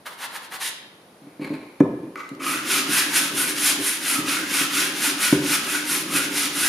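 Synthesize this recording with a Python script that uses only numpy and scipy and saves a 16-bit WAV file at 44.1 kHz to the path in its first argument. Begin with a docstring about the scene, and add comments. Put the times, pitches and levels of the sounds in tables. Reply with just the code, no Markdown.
"""A palm wipes the dust off a sanding block; a wooden slat is tipped up on its edge on a table, with a drag and knocks.
The block taps and creeps into place, then is rubbed to and fro: shaped grain noise rasps and hisses, while
decaying modes ring the slat, the block and the table top. Once, late on, the slat thumps down in mid-stroke.
A fairly live workshop of diffuse echoes and a steady hush, heard by a close stereo microphone."""
import sys
import numpy as np
from scipy import signal
from scipy.fft import rfft, irfft, next_fast_len
from scipy.io import wavfile
from scipy.ndimage import uniform_filter1d, map_coordinates

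SR = 44100
rng = np.random.default_rng(int(sys.argv[2]) if len(sys.argv) > 2 else 0)


def to_wav(sig):
    """Store sig (one row per channel, or 1-D mono) as 16-bit WAV at the path in sys.argv[1].

    Samples outside -1..1 are clipped; the rate is SR.
    """
    pcm = np.clip(np.atleast_2d(sig), -1, 1) * 32767
    pcm = np.round(pcm).astype(np.int16)
    wavfile.write(sys.argv[1], SR, pcm.T)  # frames by channels


N = 294588
TIME = np.arange(N) / SR

# sanding strokes, away and back in turn: (start [s], share of the stroke at which it is fastest,
# relative rasp level [dB], slat and air ring against rasp [dB], fine hiss against rasp [dB],
# table drumming level [dB], air gap pitch in mid-travel [Hz])
STROKES = [(2.391, .52, -31.5, 6.5, -1, -35.5, 1310), (2.63, 0.5, -24.5, -2, -3.5, -35, 1346),
           (2.859, 0.43, -25.5, 0, -0.5, -35.5, 1541), (3.085, 0.48, -24, -3, -1, -36, 1421),
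           (3.31, 0.48, -27, -.5, 2, -35, 1502), (3.55, 0.48, -24.5, -8, 0.5, -36.5, 1498),
           (3.771, 0.43, -26.5, -6, 2, -42.5, 1563), (3.999, .6, -26, -0.5, 1, -37.5, 1360),
           (4.225, 0.4, -26.5, 3.5, -4, -33, 1366), (4.46, 0.54, -25.5, -1, -2.5, -38, 1425),
           (4.695, 0.39, -26.5, 1, -2.5, -35, 1483), (4.939, 0.58, -26, -3.5, -2, -35.5, 1448),
           (5.165, 0.32, -27, -0.5, -1, -38, 1410), (5.4, 0.67, -26.5, -2, -2.5, -37, 1354),
           (5.619, .46, -27.5, 1.5, -1.5, -36.5, 1448), (5.84, 0.41, -27.5, -5, 1, -36.5, 1329),
           (6.064, 0.46, -27.5, 1, -0.5, -33.5, 1405), (6.291, 0.44, -26.5, -6.5, -2.5, -36, 1411),
           (6.525, 0.47, -26, -2, 0, -35, 1500)]
# table top modes, some short and some lingering: (frequency [Hz], level [dB], t60 [s])
TABLE_MODES = [(141.6, -8, 0.071), (296.7, 2, 0.069), (388.8, -12, 0.18), (536, -11, 0.03),
               (770, -20.5, 0.009), (886, -26.5, 0.07), (1042, -18.5, 0.043), (1697, -19.5, 0.032),
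               (177.5, -28.5, 0.74), (284, -25.5, 0.66), (507.6, -21.5, 0.24), (428.4, -21, 0.1),
               (2430, -38, 0.26)]
# colour of the coarse rasp: (frequency [Hz], relative density [dB per Hz])
RASP_COLOUR = [(300, -53), (550, -12.5), (750, -8.5), (1100, -4), (2000, 2.5), (3200, 1.5), (4500, -0.5),
               (6600, -1), (9000, -7), (15000, -12)]


def sanding():
    """Faster movement drags more grains over the wood; these rasp, hiss and ring the slat and the table."""
    # fine hiss: (frequency [Hz], relative density [dB per Hz])
    hiss_colour = [(5000, -29), (7000, -9), (8300, -2.5), (9400, 1), (10400, 3), (11500, -1.5),
                   (13000, -8.5), (14800, -27), (15600, -30)]
    grains_per_s, grains_turn_db = 24000, -9  # at full speed; thinning at the turns
    # level lost as the block slows to a turn, in dB
    rasp_turn_db, ring_turn_db, hiss_turn_db, drum_turn_db = -12.5, -12.5, -18.5, -1
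    speed_power, bite_s = 1.197, .03  # how sharply slowness follows speed; time the first stroke takes to bite
    wobble_per_s, wobble_db = 24, 1.85  # the hand's pressure is uneven

    count, place = stroke_count(), travel()
    rasp_db, ring_db, hiss_db, drum_db, gap_hz = (per_stroke(c, count) for c in np.transpose(STROKES)[2:])
    slowness = 1 - np.abs(np.sin(np.pi * count)) ** speed_power  # 1 at a turn, 0 at full speed
    contact = np.clip((TIME - STROKES[0][0]) / bite_s, 0, 1)
    per_s = grains_per_s * from_db(grains_turn_db * slowness)

    rasp_grains = grit(per_s, spread_db=2.0, catch_db=0.93)
    rasp = from_db(1.5 + rasp_turn_db * slowness) * colour(rasp_grains, RASP_COLOUR)

    slat_grains = grit(per_s / 4, spread_db=-1.0, catch_db=3.5)
    wood = from_db(-6) * rms_one(slat(slat_grains, place, node_depth=0.39))
    hollow = from_db(-0.57) * air_gaps(grit(6000, spread_db=4.0, catch_db=2.0), place, gap_hz)
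    # bodies this small radiate no bass
    ringing = from_db(ring_db - 2.5 + ring_turn_db * slowness) * high_pass(wood + hollow, hz=970)

    rub = high_pass(rasp, hz=160) + ringing
    rub = table_bounce(rub, place, strength=0.1, near_s=0.001616, extra_s=0.0007)

    hiss_grains = grit(per_s, spread_db=1.0, catch_db=0.5)
    hiss = from_db(hiss_db + 2.0 + hiss_turn_db * slowness) * colour(hiss_grains, hiss_colour)

    slips = grit(1200, spread_db=1.2, catch_db=.8)
    drumming = from_db(drum_db + drum_turn_db * slowness) * judder(slips, low_hz=245)

    pressure = from_db(rasp_db + wobble_db * drift(wobble_per_s))
    return contact * (pressure * (rub + hiss) + drumming)


def stroke_count():
    """Strokes done so far, with fractions; half of each is done at its fastest moment."""
    last_stroke_s = .23
    starts, fastest = np.transpose(STROKES)[:2]
    turns = np.append(starts, starts[-1] + last_stroke_s)
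    halfway = starts + np.clip(fastest, .1, .9) * np.diff(turns)
    marks = np.sort(np.append(turns, halfway))
    return np.interp(TIME, marks, np.arange(len(marks)) / 2)


def per_stroke(values, count):
    """Each stroke holds its own value; the grip changes smoothly at the turns."""
    held = np.asarray(values)[np.minimum(count.astype(int), len(values) - 1)]
    return uniform_filter1d(held, size=2000)


def travel():
    """Where the block is: 0 at the held end of the slat, 1 at the free end."""
    return .5 - .5 * np.cos(np.pi * stroke_count())


def slat(force, place, node_depth):
    """The slat's modes; each weakens when the contact passes over one of its nodes."""
    # slat held in the hand: (frequency [Hz], relative level [dB], t60 [s])
    slat_modes = [(1193, -13, 0.03), (1180, 11, 0.036), (1407, 10, 0.04), (1543, 7, 0.09), (1630, 8, 0.12),
                  (1794, -15, 0.1), (1963, 10.5, 0.055), (2200, 2, 0.0099), (2508, 12, 0.064),
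                  (2764, 14.5, 0.033)]
    total = 0
    for k, (hz, db, t60) in enumerate(slat_modes):
        grip_on_mode = 1 + node_depth * np.cos(np.pi * (1 + k / 2) * place + k)
        total = total + (-1) ** k * from_db(db) * ring(force * grip_on_mode, hz, t60)
    return total


def air_gaps(grains, place, gap_hz):
    """Broad resonances of the air under the block, tuned by the grip and gliding with its place; rms 1."""
    # gaps between hand, block and table: (multiple of the gap pitch, relative level [dB],
    # t60 before the glide [s], glide over the travel [octaves])
    gap_modes = [(1.001, 1, 0.024, .33), (1.72, -3, 0.014, -.36), (2.1, -7.5, 0.012, -.3)]
    centre = np.mean(gap_hz)
    total = 0
    for multiple, db, t60, octaves in gap_modes:
        tone = rms_one(ring(grains, multiple * centre, t60))
        # reading faster or slower than real time bends the pitch
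        speed = gap_hz / centre * 2 ** (octaves * (place - .5))
        total = total + from_db(db) * read_at(tone, np.cumsum(speed))
    return rms_one(total)


def table_bounce(x, place, strength, near_s, extra_s):
    """The bounce off the table top lags more as the block slides away, sweeping the colour."""
    return x + strength * read_at(x, (TIME - near_s - extra_s * place) * SR)


def table_top(force):
    """The table's modes, neighbours in the list swinging in opposite senses; the deepest bass does not radiate."""
    total = 0
    for k, (hz, db, t60) in enumerate(TABLE_MODES):
        total = total + (-1) ** (k + 1) * from_db(db) * ring(force, hz, t60)
    return high_pass(total, hz=61.0, order=3)


def judder(slips, low_hz):
    """Small slips carry little bass into the table; rms 1."""
    return rms_one(table_top(high_pass(slips, low_hz, order=1)))


def knocks():
    """Each blow is a short push on the table top, duller for a softer contact; the loose slat rings along."""
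    # slat against table: (time [s], push level [dB], contact sharpness [Hz])
    blows = [(1.219, -42, 99), (1.241, -45, 150), (1.269, -36.5, 900), (1.396, -26, 2500),
             (1.416, -27, 606), (1.504, -20.5, 600), (1.518, -32, 250), (1.8057, -2.8, 1600),
             (2.315, -29, 200), (2.892, -25, 400), (3.334, -29.5, 400), (3.787, -33, 400),
             (4.188, -23.5, 200), (4.61, -24.5, 399.7), (5.3265, -4.5, 900), (5.3349, -24, 1482),
             (5.3472, -17, 1499), (6.141, -29, 396)]
    # the slat's deepest bend, struck only before sanding starts: (frequency [Hz], relative level [dB], t60 [s])
    loose_slat = (470, -16.5, 0.11)
    force, age = np.zeros(N), TIME[:SR // 50]
    main_hz = TABLE_MODES[1][0]
    for s, db, sharp_hz in blows:
        push = np.exp(-2 * np.pi * sharp_hz * age)
        push /= abs(np.sum(push * np.exp(-2j * np.pi * main_hz * age)))  # equal drive at the main mode
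        force[int(s * SR):][:len(age)] += from_db(db) * push
    hz, db, t60 = loose_slat
    free_force = force * (TIME < STROKES[0][0])
    return table_top(force) + from_db(db) * ring(free_force, hz, t60)


def chattering():
    """Now and then the slat chatters and shakes the table top in a short burst."""
    # bursts: (time of the peak [s], level [dB])
    bursts = [(2.063, -34.5), (2.345, -41), (2.405, -35.5), (2.78, -39), (2.91, -34), (3.37, -35),
              (3.809, -29), (4.2, -33), (4.4, -36), (4.52, -32.5), (6.15, -29.5), (6.569, -38)]
    rise_s, fall_s = 0.026, 0.025
    peaks, db = np.transpose(bursts)
    slips = grit(1200, spread_db=1.2, catch_db=.8)
    return swells([(peak, rise_s, fall_s) for peak in peaks], db) * judder(slips, low_hz=252)


def taps(click_s):
    """Hard little contacts ring the block and crush a few grains."""
    # contacts of the block: (time [s], relative ring level [dB], click level [dB])
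    contacts = [(1.804, -29.5, -33.5), (2.1571, -28, -39), (2.291, -48, -35), (2.35, -72, -42),
                (2.442, -30, -44)]
    force, crush = np.zeros(N), np.zeros(N)
    age = TIME[:SR // 20]
    for s, ring_db, click_db in contacts:
        force[int(s * SR)] = from_db(ring_db)
        crush[int(s * SR):][:len(age)] += from_db(click_db) * np.exp(-age / click_s)
    return block(force) + crush * colour(rng.standard_normal(N), RASP_COLOUR)


def settling():
    """The block creeps into place on the slat: a few grains crackle and keep it ringing."""
    # creeps: (time of the peak [s], rise [s], fall [s], block ring level [dB])
    creeps = [(2.196, 0.018, 0.025, -35), (2.265, .02, 0.022, -43), (2.405, .004, 0.054, -37.5)]
    rows = np.array(creeps)
    grains = grit(3500, spread_db=2.0, catch_db=1.5)
    crackle = from_db(-13.5) * colour(grains, RASP_COLOUR)
    return swells(rows[:, :3], rows[:, 3]) * (rms_one(block(grains)) + crackle)


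def block(force):
    """The hollow ring of the sanding block, neighbouring modes in opposite senses."""
    # hollow sanding block: (frequency [Hz], relative level [dB], t60 [s])
    block_modes = [(1190, 2.5, 0.025), (1297, -8, 0.1), (1440, -6.5, 0.052), (2050, -1.5, 0.029),
                   (2270, -7.5, 0.063), (2350, -2, 0.013)]
    total = 0
    for k, (hz, db, t60) in enumerate(block_modes):
        total = total + (-1) ** k * from_db(db) * ring(force, hz, t60)
    return high_pass(total, hz=500)


def dragging():
    """The slat's corner slides over the table, scrapes and makes it judder."""
    # drags: (time of the peak [s], rise [s], fall [s], scrape level [dB], table judder level [dB])
    drags = [(1.29, .06, 0.081, -61, -61), (1.458, 0.028, .026, -38, -34.5),
             (1.538, 0.025, 0.025, -43, -31.5), (1.6, .04, 0.072, -50.5, -64), (1.75, .05, 0.071, -59, -77)]
    # scrape: (frequency [Hz], relative density [dB per Hz])
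    scrape_colour = [(380, -21), (520, 2), (680, -6), (850, 0), (1000, -0.5), (1350, -10), (1700, -7),
                     (2050, -1.5), (2350, 3.5), (2700, -8), (3500, -17), (4200, -8), (5500, -26.5),
                     (10500, -21), (15000, -33)]
    rows = np.array(drags)
    scrape, shake = (swells(rows[:, :3], db) for db in rows[:, 3:].T)
    slips = grit(4000, spread_db=2.5, catch_db=2.5)
    return scrape * colour(slips, scrape_colour) + shake * judder(slips, low_hz=453)


def wiping():
    """Each pass of the palm over the abrasive swells and fades, a dull rub and a crisp one mixed."""
    # passes: (time of the peak [s], rise [s], fall [s], dull rub level [dB], crisp rub level [dB])
    wipes = [(.065, 0.0055, 0.018, -34, -40), (.125, .02, 0.018, -46, -47),
             (.243, 0.032, 0.017, -32.5, -34.5), (.362, 0.025, 0.014, -34.5, -37.5),
             (.445, .02, 0.017, -45, -44), (.523, 0.0033, .014, -39, -46),
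             (0.551, 0.022, 0.014, -34, -36.5), (0.627, .016, 0.017, -34, -29.5),
             (.675, 0.035, 0.019, -56, -28)]
    # dull rub: (frequency [Hz], relative density [dB per Hz])
    palm_dull = [(150, -41), (450, -8), (650, -4), (900, 3), (1300, 2.5), (1800, 4.5), (2400, -2.5),
                 (3800, -5.5), (5500, -15), (7500, -19), (14000, -14.5)]
    # crisp rub: (frequency [Hz], relative density [dB per Hz])
    palm_crisp = [(1100, -22), (1750, 6.5), (2600, 4.5), (3800, 4.5), (5200, -0.5), (7500, -1), (10300, 4),
                  (12500, -3), (15000, -17)]
    rows = np.array(wipes)
    total = 0
    for db, spectrum in zip(rows[:, 3:].T, (palm_dull, palm_crisp)):
        grains = grit(14000, spread_db=-2.0, catch_db=1.0)
        total = total + swells(rows[:, :3], db) * colour(grains, spectrum)
    return total


def workshop(x, first_echo_s):
    """Diffuse echoes die away band by band, alike at both ports in the bass and far less so higher up."""
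    # room: (frequency [Hz], t60 [s], reverberation level [dB], left-right likeness)
    room = [(80, 0.67, 8.5, 0.98), (157, 0.51, -11, .999), (302, 0.81, -6.5, 1), (542, 0.9, -1.5, 1),
            (1000, 0.67, 2, 0.41), (2020, 0.74, -3, 0.017), (3800, 0.76, -0.5, 0.012),
            (6800, 0.37, -4, 0.022), (11000, 0.4, -8, 0.088), (15500, 0.41, -10, .2)]
    hz, *columns = np.transpose(room)
    age, echoes = TIME[:SR], 0
    edges = np.geomspace(60, 16000, 17)
    for low, high in zip(edges, edges[1:]):
        t60, db, alike = (np.interp(np.log(low * high) / 2, np.log(hz), c) for c in columns)
        sos = signal.butter(2, [low, high], "band", fs=SR, output="sos")
        band = signal.sosfilt(sos, rng.standard_normal((2, SR)))
        band *= np.exp(-np.log(1000) * age / t60) * np.clip(age / first_echo_s - 1, 0, 1)
        mid, side = (rms_one(b) * np.sqrt(2 * (high - low)) / SR for b in band)
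        echoes = echoes + from_db(db) * two_ears(mid, side, alike)
    return signal.fftconvolve(x[None], echoes, axes=1)[:, :N]


def room_hush():
    """Steady coloured noise, the same at both ports in the bass and wider above."""
    # hush: (frequency [Hz], relative density [dB per Hz])
    hush_colour = [(15, -77), (25, -58), (75, -25), (188, -11), (246, -12), (313, -10.5), (410, -10.5),
                   (1140, -20), (1750, -25), (2770, -29), (4150, -30.5), (7910, -38.5), (10100, -30),
                   (14300, -44), (15500, -42)]
    mid, side = colour(rng.standard_normal((2, N)), hush_colour)
    side = high_pass(side, hz=900)  # long waves reach both ports alike
    return from_db(-49.5) * two_ears(mid, side, 0.22)


def two_ears(mid, side, alike):
    """A left-right pair of given likeness from two unrelated signals."""
    alike = np.clip(alike, -1, 1)
    opposite = side * np.array([[1], [-1]])
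    return (np.sqrt(1 + alike) * mid + np.sqrt(1 - alike) * opposite) / np.sqrt(2)


def grit(per_s, spread_db, catch_db):
    """Grains snag and let go at random, in uneven sizes and small clumps; rms 1."""
    chance = np.clip(per_s / SR, 1e-3, 1)
    sizes = from_db(spread_db * np.minimum(rng.exponential(1, N), 4)) * rng.choice([-1, 1], N)
    hits = (rng.random(N) < chance) * sizes / np.sqrt(chance)  # steady mean power at any rate
    return rms_one(hits * from_db(catch_db * drift(170)))


def ring(x, hz, t60):
    """A unit click sets a sine ringing, decaying by 60 dB in t60 seconds."""
    r, w = np.exp(-np.log(1000) / (t60 * SR)), 2 * np.pi * hz / SR
    return signal.lfilter([0, np.sin(w)], [1, -2 * r * np.cos(w), r * r], x + 1e-18)


def colour(x, spectrum):
    """Give a noise the slopes of a spectrum; rms 1."""
    hz, db = np.transpose(spectrum)
    size = next_fast_len(N)
    bins = np.log(np.fft.rfftfreq(size, 1 / SR) + 1)
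    gain = from_db(np.interp(bins, np.log(hz), db))
    return rms_one(irfft(rfft(x, size) * gain, size)[..., :N])


def swell(s, rise, fall):
    """A movement that gathers up to its peak at s and dies away."""
    width = np.where(TIME < s, rise, fall)
    return np.exp(-.5 * np.minimum(((TIME - s) / width) ** 2, 60))


def swells(shapes, levels_db):
    """The joint gain of several movements, each (s, rise, fall); their powers add."""
    return np.sqrt(sum((from_db(db) * swell(*shape)) ** 2 for shape, db in zip(shapes, levels_db)))


def drift(rate):
    """Slow random wander with spread 1, through a given number of points per second."""
    knots = rng.standard_normal(N // 20)
    return map_coordinates(knots, [TIME * min(rate, 2000)], order=1) * np.sqrt(3 / 2)


def read_at(x, samples):
    """Read a signal between its samples."""
    return map_coordinates(x, [samples], order=3, mode="mirror")


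def high_pass(x, hz, order=2):
    """Take out what lies below hz."""
    return signal.sosfilt(signal.butter(order, hz, "high", fs=SR, output="sos"), x)


def from_db(db):
    """Decibels to gain."""
    return 10 ** (np.asarray(db) / 20)


def rms_one(x):
    """Scale to unit power."""
    return x / np.sqrt(np.mean(x ** 2) + 1e-20)


def scene():
    """The work at the table, its echoes and the room's hush."""
    work = sanding() + knocks() + chattering() + taps(click_s=0.0021) + settling() + dragging() + wiping()
    # each end of the slat has its own pattern of echoes
    angle = np.pi / 2 * travel()
    echoes = sum(workshop(work * share, first_echo_s=0.002) for share in (np.cos(angle), np.sin(angle)))
    return work + echoes + room_hush()


def record(dry):
    """The recorder has one narrow notch in the treble and a steep top cut."""
    notch_hz, notch_q, cutoff_hz = 7860, 33, 15300
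    notched = signal.lfilter(*signal.iirnotch(notch_hz, notch_q, fs=SR), dry)
    return signal.sosfilt(signal.ellip(12, .1, 90, cutoff_hz, fs=SR, output="sos"), notched)


dry = scene()
out = record(dry)
to_wav(out)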